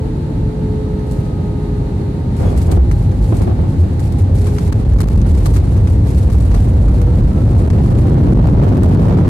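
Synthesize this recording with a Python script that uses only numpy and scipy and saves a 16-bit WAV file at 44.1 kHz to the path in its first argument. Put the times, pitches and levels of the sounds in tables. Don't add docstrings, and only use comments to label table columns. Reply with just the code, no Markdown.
import sys
import numpy as np
from scipy import signal
from scipy.fft import rfft, irfft, next_fast_len
from scipy.io import wavfile
from scipy.ndimage import uniform_filter1d, minimum_filter1d, map_coordinates

SR = 44100
rng = np.random.default_rng(int(sys.argv[2]) if len(sys.argv) > 2 else 0)


def master(y):
    cut = np.clip(np.atleast_2d(y).T, -1, 1)
    pcm = np.round(cut * 32767)
    wavfile.write(sys.argv[1], SR, pcm.astype(np.int16))


N = 409686
TIME = np.arange(N) / SR
LIGHT_LOAD_DB = -7


def amp(db):
    return 10 ** (np.asarray(db) / 20)


def unit(x):
    return x / np.sqrt(np.mean(x ** 2) + 1e-20)


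def read(points, hz):
    row_hz, value = np.transpose(points)
    return np.interp(np.log(hz + 1), np.log(row_hz + 1), value)


def curves(rows):
    times, *columns = np.transpose(rows)
    return [np.interp(TIME, times, column) for column in columns]


def colour(x, points):
    return irfft(rfft(x) * amp(read(points, np.fft.rfftfreq(x.shape[-1], 1 / SR))), x.shape[-1])


def waver(rate_hz):
    knots = rng.standard_normal(4096)
    wobble = map_coordinates(knots, [TIME[::64] * rate_hz], order=3, mode="wrap")
    return unit(wobble).repeat(64)[:N]


def swell(start, hold, rise, fall):
    t = TIME - start
    return np.clip(t / rise, 0, 1) * np.exp(-np.maximum(t - hold, 0) / fall)


def add(mix, start, sound):
    part = mix[:, max(round(start * SR), 0):][:, :sound.shape[1]]
    part += sound[:, :part.shape[1]]


def air(gain):
    # (frequency [Hz], level [dB])
    width = [(60, -24), (110, -20.5), (200, -19.5), (380, -6), (700, -1.5), (1290, 3), (2380, -1.5),
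             (4400, 1), (8120, 0), (15000, 1)]
    # (frequency [Hz], level [dB])
    balance = [(60, -0.5), (110, 0.5), (200, -0.5), (380, 0.5), (700, -3), (1290, -2.5), (2380, 0.5),
               (4400, 2), (8120, 0.5), (15000, 2.5)]
    size = next_fast_len(N, real=True)
    hz = np.fft.rfftfreq(size, 1 / SR)
    mid, side = rfft(rng.standard_normal((2, size))) * gain(hz)
    side = side * amp(read(width, hz))
    lean = amp(read(balance, hz) / 2)
    pair = irfft(np.array([(mid + side) * lean, (mid - side) / lean]), size)[:, :N]
    return pair / pair.mean(0).std()


def noise(spectrum):
    return air(lambda hz: amp(read(spectrum, hz)))


def resonance(centre_hz, width_hz):
    return air(lambda hz: 1 / (1 + ((hz - centre_hz ** 2 / (hz + 1)) / width_hz) ** 4))


def load(light_db, touchdown_s=2.31, settle_s=4.9, ramp_s=0.11):
    rolling = np.clip((TIME - touchdown_s) / ramp_s, 0, 1)
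    still_light = np.clip(1 - (TIME - settle_s) / ramp_s, 0, 1)
    return rolling * amp(light_db * still_light)


def cabin(drone_db=-16.5, hiss_db=-42, flutter_db=0.5):
    # (frequency [Hz], level [dB])
    drone_colour = [(25, -26), (40, 1), (68, -1), (90, 1.5), (135, -1.5), (170, -3), (215, -9),
                    (280, -10.5), (380, -17), (460, -24), (520, -20.5), (600, -32), (800, -68),
                    (1300, -120)]
    # (frequency [Hz], level [dB])
    hiss_colour = [(350, -37), (600, -3), (800, -3.5), (1000, -10.5), (1270, -15.5), (1450, -16.5),
                   (2070, -18), (2280, -21), (3400, -25), (4200, -22), (5200, -31), (9000, -31.5),
                   (12800, -39.5), (15500, -61)]
    drone = amp(drone_db) * noise(drone_colour)
    hiss = amp(hiss_db) * noise(hiss_colour)
    return drone + hiss * amp(flutter_db * waver(17))


def fans():
    # (time [s], blade pitch [Hz])
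    fan_speed = [(0, 435.5), (0.7, 427), (1.7, 414.8), (2.2, 410.4), (3.1, 409), (4.25, 409.2),
                 (4.45, 413.5), (4.68, 415.5), (5.0, 425), (5.95, 448.6), (7.1, 485.5), (7.5, 504)]
    # (time [s], level [dB])
    fan_tone = [(0, -31), (0.35, -36.5), (0.7, -26), (1.3, -36), (1.7, -32), (2.3, -34), (3.3, -43.5),
                (4.3, -53), (4.4, -32), (4.68, -33.5), (4.77, -39), (4.9, -35), (5.12, -38), (5.5, -60),
                (5.95, -38), (6.6, -47), (7.1, -30.5), (7.4, -60)]
    # (time [s], second tone [dB], third tone [dB])
    overtones = [(0, -45.5, -59), (0.7, -49, -59), (1.4, -45.5, -50), (2.2, -53, -59), (2.9, -45, -65),
                 (3.3, -46, -66), (3.9, -50, -67), (4.25, -44, -68), (4.5, -51, -68), (5.1, -49.5, -69),
                 (7.5, -66, -80)]
    # (time [s], pitch [Hz], level [dB])
    pump = [(0, 914, -50), (1, 915.5, -48), (2.6, 915.5, -47), (3.0, 908, -54), (3.25, 886, -48),
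            (4.0, 890, -50), (5.5, 900, -58), (6.9, 915, -52), (7.5, 915, -52), (8, 915, -64)]
    # (pitch [Hz], level [dB])
    whines = [(511.4, -48.5), (1550, -67.5), (1830, -69), (2751, -75), (3661, -74.5), (3741, -72.5),
              (3793, -73), (4167, -76)]
    blade_turns = np.cumsum(curves(fan_speed)[0]) / SR
    blade_levels = curves(fan_tone) + curves(overtones)
    pump_hz, pump_db = curves(pump)
    tones = [(k * blade_turns, db) for k, db in enumerate(blade_levels, 1)]
    tones += [(np.cumsum(pump_hz) / SR, pump_db)]
    tones += [(hz * TIME, db) for hz, db in whines]
    out = np.zeros((2, N))
    for turns, db in tones:
        angle = 2 * np.pi * turns + .12 * waver(14)
        mic_phase = rng.uniform(-.4, .4, (2, 1))
        out += np.sqrt(2) * amp(db + waver(8)) * np.sin(angle + mic_phase)
    return out


def whistles(wobble=0.0043):
    # (time [s], length [s], pitch [Hz], level [dB])
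    tones = [(2.435, 0.09, 3360, -51), (2.438, 0.083, 6600, -58), (6.994, 0.25, 1326, -49.5),
             (7.254, 0.26, 1322, -45.5)]
    out = np.zeros((2, N))
    for start, length, hz, db in tones:
        size = round(length * SR)
        turns = np.cumsum(hz * (1 + wobble * waver(150)[:size])) / SR
        add(out, start, amp(db) * np.sqrt(2) * np.sin(2 * np.pi * turns)[None] * np.hanning(size))
    return out


def wheels():
    # (time [s], level [dB])
    hum = [(2.3, -70), (2.72, -34), (3.0, -44), (3.45, -33), (3.75, -42), (4.15, -35.5), (4.5, -60)]
    return amp(curves(hum)[0]) * resonance(centre_hz=344.3, width_hz=17)


def tyres(rough_db=2):
    # (time [s], level [dB])
    level = [(2.3, -46), (2.45, -22), (2.95, -42), (3.2, -35), (3.45, -29), (3.9, -33), (4.6, -30.5),
             (5.2, -31.5), (6, -32.5), (6.6, -28.5), (7.4, -28.5), (9.29, -19.5)]
    # (frequency [Hz], level [dB])
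    tyre_colour = [(80, -33.5), (170, 4.5), (260, -11), (360, -10), (520, -12), (760, -19.5), (1100, -29),
                   (2200, -38.5), (6000, -52), (15000, -82)]
    return amp(curves(level)[0] + rough_db * waver(60)) * noise(tyre_colour)


def trim_rattle(chatter_db=2.1, tick_db=-6, ticks_per_s=100, spread_db=2.0, rustle_db=-52):
    # (time [s], held for [s], level [dB])
    rattles = [(1.06, 0.21, -53.5), (2.36, 0.16, -47), (2.56, 0.11, -45.5), (2.705, 0.044, -39.5),
               (3.22, 0.23, -47), (4.02, 0.057, -47), (4.18, 0.041, -44), (4.34, 0.093, -45),
               (4.44, 0.25, -45), (4.9, 0.23, -55), (5.26, 0.33, -45.5), (6.07, 0.19, -45.5),
               (6.3, 0.39, -48.5), (7.56, 0.049, -47), (7.98, 0.03, -41.5)]
    # (frequency [Hz], level [dB])
    trim_colour = [(500, -22), (1200, -12), (2200, 7), (3200, 2.5), (4300, 2.5), (5600, 1), (6600, 2.5),
                   (8500, 4), (11000, 0.5), (13500, -5), (15800, -31)]
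    rub = unit(rng.standard_normal((2, N)) * amp(chatter_db * waver(90)))
    clicks = (rng.random(N) < ticks_per_s / SR) * amp(spread_db * np.minimum(rng.exponential(1, N), 4))
    tick_tail = rng.standard_normal((2, 512)) * np.exp(-np.arange(512) / SR / 0.0023)
    ticks = unit(signal.oaconvolve(clicks[None], tick_tail, axes=1)[:, :N])
    fits = sum(amp(db) * swell(start, hold, rise=0.0066, fall=0.016) for start, hold, db in rattles)
    rustle = np.sqrt(load(LIGHT_LOAD_DB)) * amp(rustle_db - 2.5 * waver(21))
    return np.hypot(fits, rustle) * unit(colour(rub + amp(tick_db) * ticks, trim_colour))


def clatter(spectrum, length, rise):
    t = np.arange(16384) / SR
    contacts_db = 3 * np.interp(t, t[::128], rng.standard_normal(128))
    shape = (1 - np.exp(-t / rise)) * amp(-60 * t / max(length, .005) + contacts_db)
    return unit(colour(rng.standard_normal((2, len(t))), spectrum)) * shape


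def knocks_and_crackles():
    # (time [s], click level [dB], body against click [dB], length [s])
    clicks = [(0.99, -53, 14, 0.08), (1.11, -36, -11, 0.1), (2.4, -47.5, 1, 0.2), (2.575, -33.5, -4, 0.068),
              (2.614, -39, -1, 0.14), (2.714, -22, -13, 0.038), (2.767, -54, 7, 0.078),
              (2.913, -34.5, 7.5, 0.051), (3.115, -50.5, 16, 0.043), (3.366, -35, -12, 0.08),
              (3.417, -38, -10, 0.067), (3.47, -50, 8, 0.11), (3.994, -37.5, -2, 0.092),
              (4.122, -34, -9, 0.04), (4.467, -36, 5, 0.14), (4.564, -41, 7, 0.026),
              (4.583, -33.5, 7, 0.048), (4.724, -32.5, 7, 0.055), (4.923, -43, 8.5, 0.09),
              (4.954, -46, 7, 0.04), (4.983, -42, 12, 0.07), (5.003, -28.5, 3.5, 0.11),
              (5.039, -43, 9, 0.036), (5.085, -28.5, 3.5, 0.041), (5.127, -44, 1, 0.04),
              (5.213, -35, 8, 0.032), (5.457, -27.5, 5, 0.07), (5.537, -29.5, -1, 0.11),
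              (5.562, -34.5, 6.5, 0.08), (5.64, -39, 4, 0.033), (5.765, -43.5, 10.5, 0.096),
              (5.872, -39.5, 10.5, 0.045), (6.069, -36, 3, 0.03), (6.178, -39, -2, 0.081),
              (6.299, -38, 3.5, 0.045), (6.324, -36, 1.5, 0.1), (6.405, -36, -2, 0.05),
              (6.515, -46, 13, 0.08), (6.541, -38.5, 9, 0.13), (6.881, -40, 10, 0.047),
              (7.015, -37, 7, 0.04), (7.154, -43, 7, 0.03), (7.663, -49, 11, 0.035), (7.676, -47, 6, 0.023),
              (7.701, -37, 12.5, 0.036), (7.732, -45, 7, 0.04), (8.685, -40, 9, 0.074),
              (8.832, -32, -14, 0.05)]
    # (frequency [Hz], level [dB])
    click_colour = [(1500, -19), (4100, 4.5), (5400, -0.5), (6400, 0.5), (8500, 5), (11000, -0.5),
                    (13000, -2), (15800, -16)]
    # (frequency [Hz], level [dB])
    body_colour = [(400, -7), (900, 5.5), (1130, 14.5), (1430, 4), (1880, 4.5), (2400, -0.5), (3100, -6.5),
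                   (3900, -5.5), (5200, -7), (6300, -4), (15000, -58)]
    out = np.zeros((2, N))
    for start, db, body_db, length in clicks:
        click = clatter(click_colour, length, rise=0.0012)
        body = clatter(body_colour, length, rise=0.00064)
        add(out, start, amp(db) * (click + amp(body_db) * body))
    return out


def gear_jolts():
    # (time [s], level [dB], length [s])
    jolts = [(2.398, -15.5, 0.17), (2.448, -12, 0.13), (2.505, -22.5, 0.47), (2.679, -16.5, 0.27),
             (2.717, -15, 0.25), (2.768, -12, 0.21), (3.119, -21, 0.13), (3.32, -11.5, 0.15),
             (3.407, -17.5, 0.15), (3.472, -12.5, 0.13), (3.494, -17, 0.12), (3.583, -19.5, 0.17),
             (3.633, -19.5, 0.17), (4.461, -26, 0.2), (5.001, -21, 0.31), (5.455, -26, 0.21),
             (6.535, -15.5, 0.17)]
    # (frequency [Hz], level [dB])
    jolt_colour = [(60, -20), (150, 14), (230, 4), (350, 11), (550, -1.5), (720, 0.5), (880, -7),
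                   (1220, -11.5), (1500, -18.5), (2200, -23), (4000, -34), (9000, -53)]
    out = np.zeros((2, N))
    for start, db, length in jolts:
        add(out, start, amp(db) * clatter(jolt_colour, length, rise=0.0035))
    return out


def thumps(peak_s=0.019):
    # (time [s], peak level [dB], pitch [Hz])
    shoves = [(2.437, -5.5, 89.5), (2.53, -7, 70.4), (2.706, -4.5, 86), (2.76, -5.5, 67), (2.917, -5.5, 80),
              (3.28, -9, 107.6), (3.795, -8.5, 81.7), (4.03, -11.5, 81), (4.11, -10, 74.5),
              (4.196, -7.5, 90.6), (4.297, -6, 89.6)]
    out = np.zeros((2, N))
    t = np.arange(8192) / SR
    shape = t / peak_s * np.exp(1 - t / peak_s)
    for start, db, hz in shoves:
        add(out, start, amp(db) * shape * np.sin(2 * np.pi * hz * t)[None])
    return out


def runway(low_db=-15, high_db=-12.5):
    # (time [s], held for [s], level [dB])
    bumps = [(2.7, 0.15, -12), (3.08, 0.083, -18), (4.8, 0.39, -10), (6.12, 0.5, -13.5), (6.74, 0.49, -14),
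             (8.25, 0.46, -14.5)]
    swells = sum(amp(db) * swell(start, hold, rise=0.022, fall=0.077) for start, hold, db in bumps)
    low = np.hypot(amp(low_db) * load(LIGHT_LOAD_DB), swells) * resonance(centre_hz=54.8, width_hz=25.4)
    high = amp(high_db) * load(light_db=-3) * resonance(centre_hz=90.6, width_hz=44)
    return low + high


def shudder():
    # (time [s], peak level [dB])
    level = [(2.3, -27), (2.7, -13), (3.6, -16), (4.78, -9), (4.85, 0), (4.92, -0.5), (4.96, -2.5),
             (5.01, -5), (5.05, 0.5), (5.11, -4), (5.17, 0), (5.27, -9), (6.3, -8), (6.45, -6), (6.55, -16),
             (6.72, -5.5), (7.1, -5), (7.5, -2.5), (7.7, -9), (8.05, -5), (8.4, -1), (9.29, -2.5)]
    # (time [s], peak level [dB], frequency [Hz])
    heaves = [(4.727, 3.5, 19), (4.963, -1, 16), (5.115, -2, 16), (7.667, -1, 24), (7.705, 0.5, 17)]
    rate_hz = 23 + 3.2 * waver(30)
    sway = amp(curves(level)[0] + waver(20)) * np.sin(2 * np.pi * np.cumsum(rate_hz) / SR)
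    for centre, db, hz in heaves:
        turns = (TIME - centre) * hz
        sway += amp(db) * np.sin(2 * np.pi * turns) * np.exp(-2 * turns ** 2)
    return sway


def roar(bursts_per_s=230, sharpness=2.6, spread_db=1.1):
    # (time [s], level [dB])
    level = [(0, -59), (5.5, -19.5), (6.6, -22.5), (7.2, -17), (7.8, -13), (8.15, -9.5), (8.33, -6),
             (8.8, -7.5), (9.29, -6)]
    # (frequency [Hz], level [dB])
    roar_colour = [(45, -6), (110, 10), (220, 1), (400, -10.5), (600, -19.5), (900, -26), (1400, -38),
                   (2500, -50), (4500, -56), (9000, -77), (15000, -89)]
    jet = amp(curves(level)[0]) * noise(roar_colour)
    middle = signal.sosfiltfilt(signal.butter(2, (400, 5000), "bandpass", fs=SR, output="sos"), jet)
    opening = amp(-11) + 1 + np.tanh(sharpness * waver(bursts_per_s))
    bursts = unit(opening * amp(spread_db * waver(bursts_per_s / 2)))
    return jet + middle * (bursts - 1)


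def scene():
    lean_left = amp([[0.5], [-0.5]])
    rattles = (trim_rattle() + gear_jolts() + knocks_and_crackles()) * lean_left
    background = cabin() + fans() + whistles()
    landing = runway() + thumps() + wheels() + tyres()
    return background + rattles + landing + roar() + shudder()


def record(dry, overload=0.86, low_cut_hz=38.5, drive_db=0.5, ceiling=0.71, top_hz=15800):
    flattened = dry / (1 + (dry / overload) ** 40) ** (1 / 40)
    x = .14 * dry + .86 * flattened
    low_cut = signal.butter(14, low_cut_hz, "highpass", fs=SR, output="sos")
    x = signal.sosfilt(low_cut, x) * amp(drive_db)
    limiter_gain = minimum_filter1d(np.minimum(1, ceiling / (abs(x).max(0) + 1e-9)), size=257)
    x = x * uniform_filter1d(uniform_filter1d(limiter_gain, size=129), size=129)
    high_cut = signal.firwin(511, top_hz, window=("kaiser", 9), fs=SR)
    return signal.oaconvolve(x, high_cut[None], "same")


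dry = scene()
out = record(dry)
master(out)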